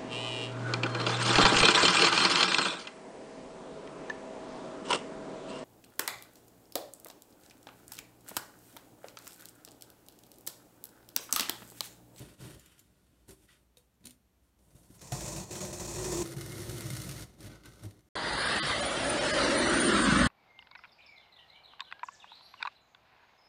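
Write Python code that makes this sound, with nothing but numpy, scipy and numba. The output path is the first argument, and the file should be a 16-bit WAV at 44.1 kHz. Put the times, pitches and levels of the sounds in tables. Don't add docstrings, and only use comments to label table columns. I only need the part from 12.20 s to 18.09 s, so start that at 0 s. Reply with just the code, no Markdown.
import sys
import numpy as np
from scipy import signal
from scipy.fft import rfft, irfft, next_fast_len
from scipy.io import wavfile
from scipy.ndimage import uniform_filter1d
from numba import njit

SR = 44100
rng = np.random.default_rng(int(sys.argv[2]) if len(sys.argv) > 2 else 0)


def volts(x):
    e = np.asarray(x, float) / 20
    return 10 ** e


def inscribe(sig):
    pcm = np.round(np.clip(np.atleast_2d(sig).T, -1, 1) * 32767)
    wavfile.write(sys.argv[1], SR, pcm.astype(np.int16))


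N = 259676
TIME = np.arange(N) / SR

# f/Hz, density/dB per Hz
CARD = [(590, 12), (1000, -25), (1100, -4.5), (1340, 0), (1650, -5), (2130, -3), (2560, -7), (4570, -3.5),
        (6400, -3), (7790, -5.5), (9720, 0.5), (10700, -6), (12000, -6.5), (15100, -10.5), (16000, -31)]


def level(x, db=0):
    return x * volts(db) / np.sqrt(np.mean(x ** 2))


def colour(x, points, low_hz=0., high_hz=SR):
    size = next_fast_len(len(x))
    hz = np.fft.rfftfreq(size, 1 / SR) + 1
    spots, db = np.transpose(points)
    edges = 1 / np.sqrt((1 + (low_hz / hz) ** 8) * (1 + (hz / high_hz) ** 8))
    gain = volts(np.interp(np.log(hz), np.log(spots), db))
    return irfft(rfft(x, size) * gain * edges, size)[:len(x)]


def ring(x, hz, t60):
    pole = np.exp(2j * np.pi * hz / SR - np.log(1000) / (t60 * SR))
    return signal.lfilter([0, pole.imag], [1, -2 * pole.real, abs(pole) ** 2], x)


def body(x, modes):
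    out = 0
    for k, (hz, db, t60) in enumerate(modes):
        out = out + (-1) ** k * volts(db) * ring(x, hz, t60) / np.sqrt(t60)
    return out


@njit
def sweep(x, hz, width):
    y, band, low = np.empty(len(x)), 0., 0.
    for i in range(len(x)):
        g, k = np.tan(np.pi * hz[i] / SR), width / hz[i]
        v = (band + g * (x[i] - low)) / (1 + g * (g + k))
        band, low, y[i] = 2 * v - band, low + 2 * g * v, k * v
    return y


def steady(x, window_s, hold):
    swing = np.sqrt(uniform_filter1d(level(x) ** 2, int(window_s * SR)) + 0.017)
    return level(x / swing ** hold)


def wander(rate, spread_db):
    k = int(SR / rate)
    steps = np.repeat(rng.standard_normal(N // k + 1), k)
    return volts(spread_db * uniform_filter1d(steps, k)[:N])


def add(out, s, sound):
    at = int(s * SR)
    out[at:at + len(sound)] += sound[:N - at]


def workshop():
    # f/Hz, density/dB per Hz
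    floor_colour = [(15, -53), (25, -20), (41, -14.5), (64, 1.5), (82, -11.5), (153, -13.5), (170, -12.5),
                    (503, -23.5), (863, -27), (2110, -33), (10100, -38.5), (11600, -34.5), (16000, -43)]
    return level(colour(rng.standard_normal(N), floor_colour), -70)


def contact(start, end, first_db, last_db, rise_s, fall_s):
    db = np.interp(TIME, [start, end + 1e-6], [first_db, last_db])
    outside = np.maximum((start - TIME) / rise_s, (TIME - end) / fall_s)
    return volts(db - 20 * np.maximum(outside, 0))


def efforts():
    # start/s, end/s, effort at start/dB, effort at end/dB, weight on the box/dB
    palm_slides = [(0, .06, -56.5, -63, 11.5), (0.053, 0.146, -65.5, -66.5, 9.5),
                   (0.155, .19, -80, -73, -2.5), (0.209, 0.347, -55.5, -61.5, 7.5),
                   (0.36, 0.39, -66, -74, 13.5), (0.395, 0.62, -66, -73.5, 0),
                   (0.615, 1.08, -79.5, -81, 8.5), (1.815, 1.84, -90, -90, 21),
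                   (1.855, 1.953, -65.5, -80.5, 8), (5.028, 5.19, -64.5, -75.5, 12),
                   (5.197, 5.281, -62, -55, 8.5), (5.468, 5.632, -66, -66, 7.5),
                   (5.639, 5.666, -58, -60.5, 12.5), (5.677, 5.797, -69, -75.5, 11.5),
                   (5.8, 5.89, -85, -79, 10)]
    sleeve_slides = [
        (1.084, 1.129, -58, -60, 2),
        (1.143, 1.25, -76, -67, 0),
        (1.3, 1.434, -82, -77.5, 5.5),
        (1.574, 1.7, -71.5, -90, 0),
        (2.232, 2.3, -78, -85, -6),
    ]
    nail_slides = [
        (1.287, 1.372, -71, -77.5, -8),
        (5.298, 5.357, -63, -66.5, 12),
        (5.364, 5.442, -73, -75.5, 13),
        (5.451, 5.48, -63.5, -66, 9.5),
    ]
    pulls = [(2.39, 2.555, -75.5, -71, 8), (2.554, 2.706, -66.5, -70, 6.5),
             (2.709, 2.812, -63.5, -65.5, 4.5), (2.812, 2.927, -52, -54.5, -1),
             (2.921, 3.005, -41, -45.5, 0.5), (3.009, 3.163, -42, -45.5, 1),
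             (3.164, 3.241, -42.5, -47, 1.5), (3.247, 3.305, -55.5, -55.5, 3.5),
             (3.309, 3.396, -42.5, -43.5, -1.5), (3.406, 3.518, -41.5, -46.5, 2.5),
             (3.529, 3.588, -42, -46.5, 0), (3.597, 3.667, -43, -45, 0), (3.676, 3.777, -42, -43.5, -1.5),
             (3.783, 4.024, -41, -38.5, -0.5), (4.041, 4.135, -50, -52.5, 0),
             (4.138, 4.172, -56, -62.5, 15.5), (4.167, 4.356, -50.5, -49.5, 6.5),
             (4.353, 4.697, -49, -47.5, 8.5), (4.702, 5.036, -47, -50, 7)]
    shares = {"palm": ((0.38, -10.5, -7), 0.033, 0.021), "sleeve": ((-7, -8.5, -6.5), 0.0083, .04),
              "nail": ((7, -10, -4), 0.015, 0.046), "poke": ((-9.5, -9.5, -11), 0.0055, .01),
              "tape": ((-8, -4.5, -60), 0.0052, 0.014), "card": ((-2.1, -15, -60), .006, 0.018)}
    # t/s, note/Hz, level re blade effort/dB
    tension = [(2.87, 330, -9.5), (3.18, 334, -5.5), (3.354, 354, -7.5), (3.512, 346, -5),
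               (3.62, 351, -6.5), (3.85, 362.5, -1), (4.028, 339, 3), (4.04, 338, 3), (4.09, 344.5, 4),
               (4.3, 340, -1.5), (4.54, 357.6, 1), (4.7, 308.5, -5), (5.05, 300, -5)]
    s, pulled_hz, grip_db = np.transpose(tension)
    rows = [("palm", row) for row in palm_slides]
    rows += [("sleeve", row) for row in sleeve_slides]
    rows += [("nail", row) for row in nail_slides]
    for row in pulls:
        kind = "poke" if row[1] < s[0] else "tape" if row[1] < 4.1 else "card"
        rows.append((kind, row))
    power = np.full((5, N), 1e-14)
    for kind, (start, end, first_db, last_db, weight) in rows:
        (dull, small, loose), rise_s, fall_s = shares[kind]
        gain = contact(start, end, first_db, last_db, rise_s, fall_s)
        parts_db = np.array([0, dull, weight, weight + small, weight + loose])
        power += np.outer(volts(parts_db) ** 2, gain ** 2)
        if kind in ("tape", "card"):
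            power[4] += (gain * volts(np.interp(TIME, s, grip_db))) ** 2
    flap_db = 10 * np.log10(power[4])
    slack_hz = 300 + 0.28 * np.maximum(flap_db + 72.5, 0)
    pulled = (TIME > s[0]) & (TIME < s[-1])
    flap_hz = np.where(pulled, np.interp(TIME, s, pulled_hz), slack_hz)
    return np.sqrt(power[:4]), flap_hz, flap_db


def lurch(rate, spread_db, fade_s, calm):
    kicks = (rng.random(N) < rate / SR) * volts(spread_db * rng.exponential(size=N))
    fading = signal.lfilter([1], [1, -np.exp(-1 / (fade_s * SR))], kicks ** 2)
    return level(np.sqrt(fading + calm))


def ruptures(rate, spread_db, smooth_db):
    size = volts(spread_db * np.minimum(rng.exponential(size=N), 2))
    snaps = (rng.random(N) < rate / SR) * np.clip(rng.standard_normal(N), -2, 2) * size
    return level(snaps) + level(rng.standard_normal(N), smooth_db)


def surface(grit, points, modes):
    skin = level(sum(wander(rate=7., spread_db=5.0) * body(grit, [mode]) for mode in modes), -7)
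    dull = wander(rate=25., spread_db=0.5) * level(colour(grit, points, 1250.0, 4310.0)) + skin
    return np.array([level(colour(grit, points, 4830.0)), dull])


def drag(hiss, scrape, boom, rattle):
    # f/Hz, density/dB per Hz
    hand_colour = [(590, -52), (1000, -8), (1340, -9.5), (1450, -2.5), (1570, -12), (2530, -11.5),
                   (2980, -11.5), (4840, -7), (5250, -7.5), (6250, -7.5), (9490, 0.5), (14600, -9),
                   (16000, -17)]
    tape_colour = [(590, 9), (1000, 5), (1150, -6.5), (1670, -18.5), (1830, -13.5), (2180, -14),
                   (2530, -10), (3010, -17), (4410, -16), (4900, -13), (7020, -10), (9490, -17),
                   (10500, -23.5), (13900, -27), (16000, -31)]
    # f/Hz, level/dB, t60/s
    hand_skin = [(1995, -1.7, 0.011), (3210, 0.88, 0.0044), (3760, -0.61, 0.011)]
    tape_skin = [(2010, 6.5, 0.0099), (2620, 2.5, 0.015), (3700, -7, 0.012), (4540, 8.5, 0.0074)]
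    card_skin = [(1320, 0, 0.014), (1500, 10.5, 0.045), (1950, 1.5, 0.0054), (2150, 14.5, .03),
                 (3014, 6.5, 0.044)]
    # f/Hz, level/dB, t60/s
    closed_panels = [(54.2, 2, 0.84), (88, -0.5, 0.12), (107, 4.5, 0.23), (126.7, 2, 0.11), (143, 5, 0.18),
                     (190, 5, 0.053), (227, -3, 0.061)]
    freed_panels = [(61, -6, 0.25), (85.6, -7.5, 0.081), (105.5, 0.5, 0.29), (127, 2.5, 0.2),
                    (143, 1, 0.17), (178, -5, 0.12), (220, -8.5, 0.046)]
    small_flaps = [(455, 3, 0.14), (531.2, 0.5, 0.1), (595, 6, 0.11), (708, 5, 0.033), (836, -0.5, 0.032),
                   (907, 2.5, 0.041), (1055, 0, 0.02)]
    tape_start_s, tape_end_s, seam_end_s = 2.78, 4.032, 5.08

    jerk = lurch(rate=55.0, spread_db=2.5, fade_s=0.008, calm=2.6)
    grit = ruptures(rate=3000., spread_db=-2.5, smooth_db=5.0)
    crackle = grit * lurch(rate=80., spread_db=3.5, fade_s=0.002, calm=.8)
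    on_hand = surface(grit * jerk, hand_colour, hand_skin)
    on_tape = surface(grit * jerk, tape_colour, tape_skin)
    on_card = surface(crackle, CARD, card_skin)
    bright, dull = np.select([TIME < tape_start_s, TIME < tape_end_s], [on_hand, on_tape], on_card)
    on_rim = (TIME > 5.3) & (TIME < 5.64)
    dull = dull + on_rim * level(ring(crackle, 1530, t60=.03), -5)

    force = rng.standard_normal(N) * jerk ** 0.94
    closed = (TIME < tape_end_s) | (TIME > seam_end_s)
    panels = np.where(closed, level(body(force, closed_panels)), level(body(force, freed_panels)))
    panels = steady(panels, window_s=0.057, hold=0.25)
    small = steady(body(force, small_flaps), window_s=0.17, hold=0.78)
    return volts(-2.0) * (hiss * bright + scrape * dull) + volts(-2.0) * (boom * panels + rattle * small)


def flap(hz, db):
    force = rng.standard_normal(N)
    note = steady(sweep(sweep(force, hz, 30.), hz, 30.), window_s=.04, hold=.6)
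    skirt = level(sweep(sweep(force, hz, 247.0), hz, 247.0))
    lock = np.clip((db + 60) / 24, .1, .8)
    gain = volts(0.5) * uniform_filter1d(volts(db), size=200)
    return gain * (np.sqrt(lock) * note + np.sqrt(1 - lock) * skirt)


def knocks():
    # t/s, peak level/dB, panel f/Hz, t60/s
    blows = [(0.002, -40, 122.3, 0.15), (.205, -41.5, 124, 0.15), (0.93, -58.5, 278, 0.094),
             (1.09, -50.5, 384, 0.26), (1.290, -57.5, 1950, .08), (1.571, -60.5, 488, 0.19),
             (1.808, -60, 196, .15), (1.843, -51.5, 247, 0.15), (1.857, -47.5, 250, 0.22),
             (2.547, -58.5, 300, 0.094), (2.549, -42.5, 127, 0.037), (2.699, -50, 143, 0.059),
             (2.702, -48, 280, 0.068), (2.921, -32, 718, 0.1), (2.922, -29, 135, 0.2),
             (3.312, -54, 124.1, 0.043), (5.013, -48, 144, 0.063), (5.235, -42.5, 105, 0.23),
             (5.478, -46, 130, 0.094), (5.642, -37, 97.6, 0.23), (5.662, -39.5, 105, 0.18)]
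    out, t = np.zeros(N), TIME[:SR // 4]
    for s, db, hz, t60 in blows:
        push = np.hanning(int(.4 * SR / hz) + 3)
        panel = np.sin(2 * np.pi * hz * t) * 1000 ** (-t / t60)
        add(out, s, volts(db + 1.0) * np.convolve(push / push.sum(), panel))
    return out


def snags():
    # t/s, peak level/dB, centre f/Hz
    card_snags = [(0.1984, -61, 3140), (0.346, -41, 1650), (1.081, -55, 3640), (1.091, -37.5, 10400),
                  (1.1074, -37.5, 12000), (1.235, -56, 9900), (1.287, -66, 1770), (1.3014, -58, 1950),
                  (1.8073, -59, 2210), (4.0543, -40, 4490), (5.022, -30.5, 5700), (5.2061, -36.5, 5660),
                  (5.246, -37, 4220), (5.3048, -48, 1500), (5.4558, -35, 3700), (5.6351, -35, 1600)]
    # t/s, peak level/dB
    tape_snags = [(2.389, -60), (2.506, -55), (2.5638, -51), (2.596, -65), (2.6324, -52), (2.7028, -54),
                  (2.7414, -51.5), (2.793, -45), (2.8152, -37), (2.9208, -24.5), (3.0063, -29.5),
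                  (3.1633, -30), (3.3083, -44), (3.3545, -27.5), (3.4056, -32), (3.4503, -30),
                  (3.53, -33.5), (3.5977, -34.5)]
    # t/s, peak level/dB
    flutes = [
        (4.0746, -32.5),
        (4.1103, -34),
        (4.1652, -37.5),
        (4.2615, -31),
        (4.38, -32),
        (4.4335, -41),
        (4.51, -36),
        (4.6077, -26.5),
        (4.7665, -27.5),
        (4.9965, -34.5),
    ]
    events = [(s, db, hz, 0.043) for s, db, hz in card_snags]
    events += [(s, db, 6850, 0.082) for s, db in tape_snags]
    events += [(s, db + 5.5, 2130, 0.017) for s, db in flutes]
    out, t = np.zeros(N), TIME[:SR // 4]
    for s, db, hz, t60 in events:
        noise = rng.standard_normal(len(t))
        crackle = level(colour(noise, CARD, 1200.)) + level(ring(noise, hz, .002), -8)
        attack = np.minimum(t / 0.0003, 1)
        decay = 1000 ** (-t / t60) + volts(-9.0) * np.exp(-t / 0.00066)
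        add(out, s, volts(db - 14.5) * crackle * attack * decay)
    return out


def ticks():
    # f1/Hz, f2/Hz, f3/Hz, t60/s
    tip_modes = (7150, 11600, 14600, .014)
    handle_modes = (3800, 4360, 2620, .02)
    pivot_modes = (8800, 14000, 2900, .013)
    edge_modes = (9600, 4200, 7500, .011)
    # t/s, peak level/dB
    tips = [
        (0.396, -46.5),
        (0.4602, -49),
        (0.593, -48),
        (0.5963, -48),
        (1.742, -73),
        (1.754, -74),
    ]
    handle = [
        (1.571, -47),
        (1.842, -54.5),
    ]
    pivot = [
        (1.582, -56),
        (1.896, -49.5),
        (1.908, -45),
    ]
    edge = [
        (1.854, -41.5),
        (1.8567, -37),
        (1.8704, -37),
    ]
    parts = [(tip_modes, tips), (handle_modes, handle), (pivot_modes, pivot), (edge_modes, edge)]
    out, t = np.zeros(N), TIME[:SR // 4]
    for (*modes, t60), touches in parts:
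        steel = sum(volts(-5.0 * k) * np.sin(2 * np.pi * hz * t) for k, hz in enumerate(modes))
        steel = steel * 1000 ** (-t / t60)
        for s, db in touches:
            touch = colour(rng.standard_normal(len(t)), CARD, 2400.0)
            touch = touch * (np.exp(-t / 0.0013) + volts(-8.5) * np.exp(-t / 0.012))
            tick = steel / np.abs(steel).max() + volts(-1.5) * touch / np.abs(touch).max()
            add(out, s, volts(db + 2.0) * tick)
    return out


def room(near):
    t = TIME[:SR // 2]
    tail = rng.standard_normal(len(t)) * 1000 ** (-t / 0.22) * (t > .004)
    return volts(-10.5) * signal.fftconvolve(near, tail / np.linalg.norm(tail))[:N]


def scene():
    gains, flap_hz, flap_db = efforts()
    near = drag(*gains) + flap(flap_hz, flap_db) + knocks() + snags() + ticks()
    return (near + room(near) + workshop())[None]


def top_cut(x):
    return signal.sosfilt(signal.butter(12, 16450, fs=SR, output="sos"), x)


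def record(dry):
    # f/Hz, width/Hz, depth/0-1
    port_dips = [(4935, 270, 0.63), (10280, 580, 0.55)]
    heard = signal.sosfilt(signal.butter(2, 38., "high", fs=SR, output="sos"), dry[0])
    heard = signal.sosfilt(signal.ellip(8, .2, 60, 15800, fs=SR, output="sos"), heard)
    for hz, width, depth in port_dips:
        heard = heard - min(depth, .9) * sweep(heard, np.full(N, 1. * hz), 1. * width)
    return top_cut(heard[None])


dry = scene()
out = record(dry)
inscribe(out)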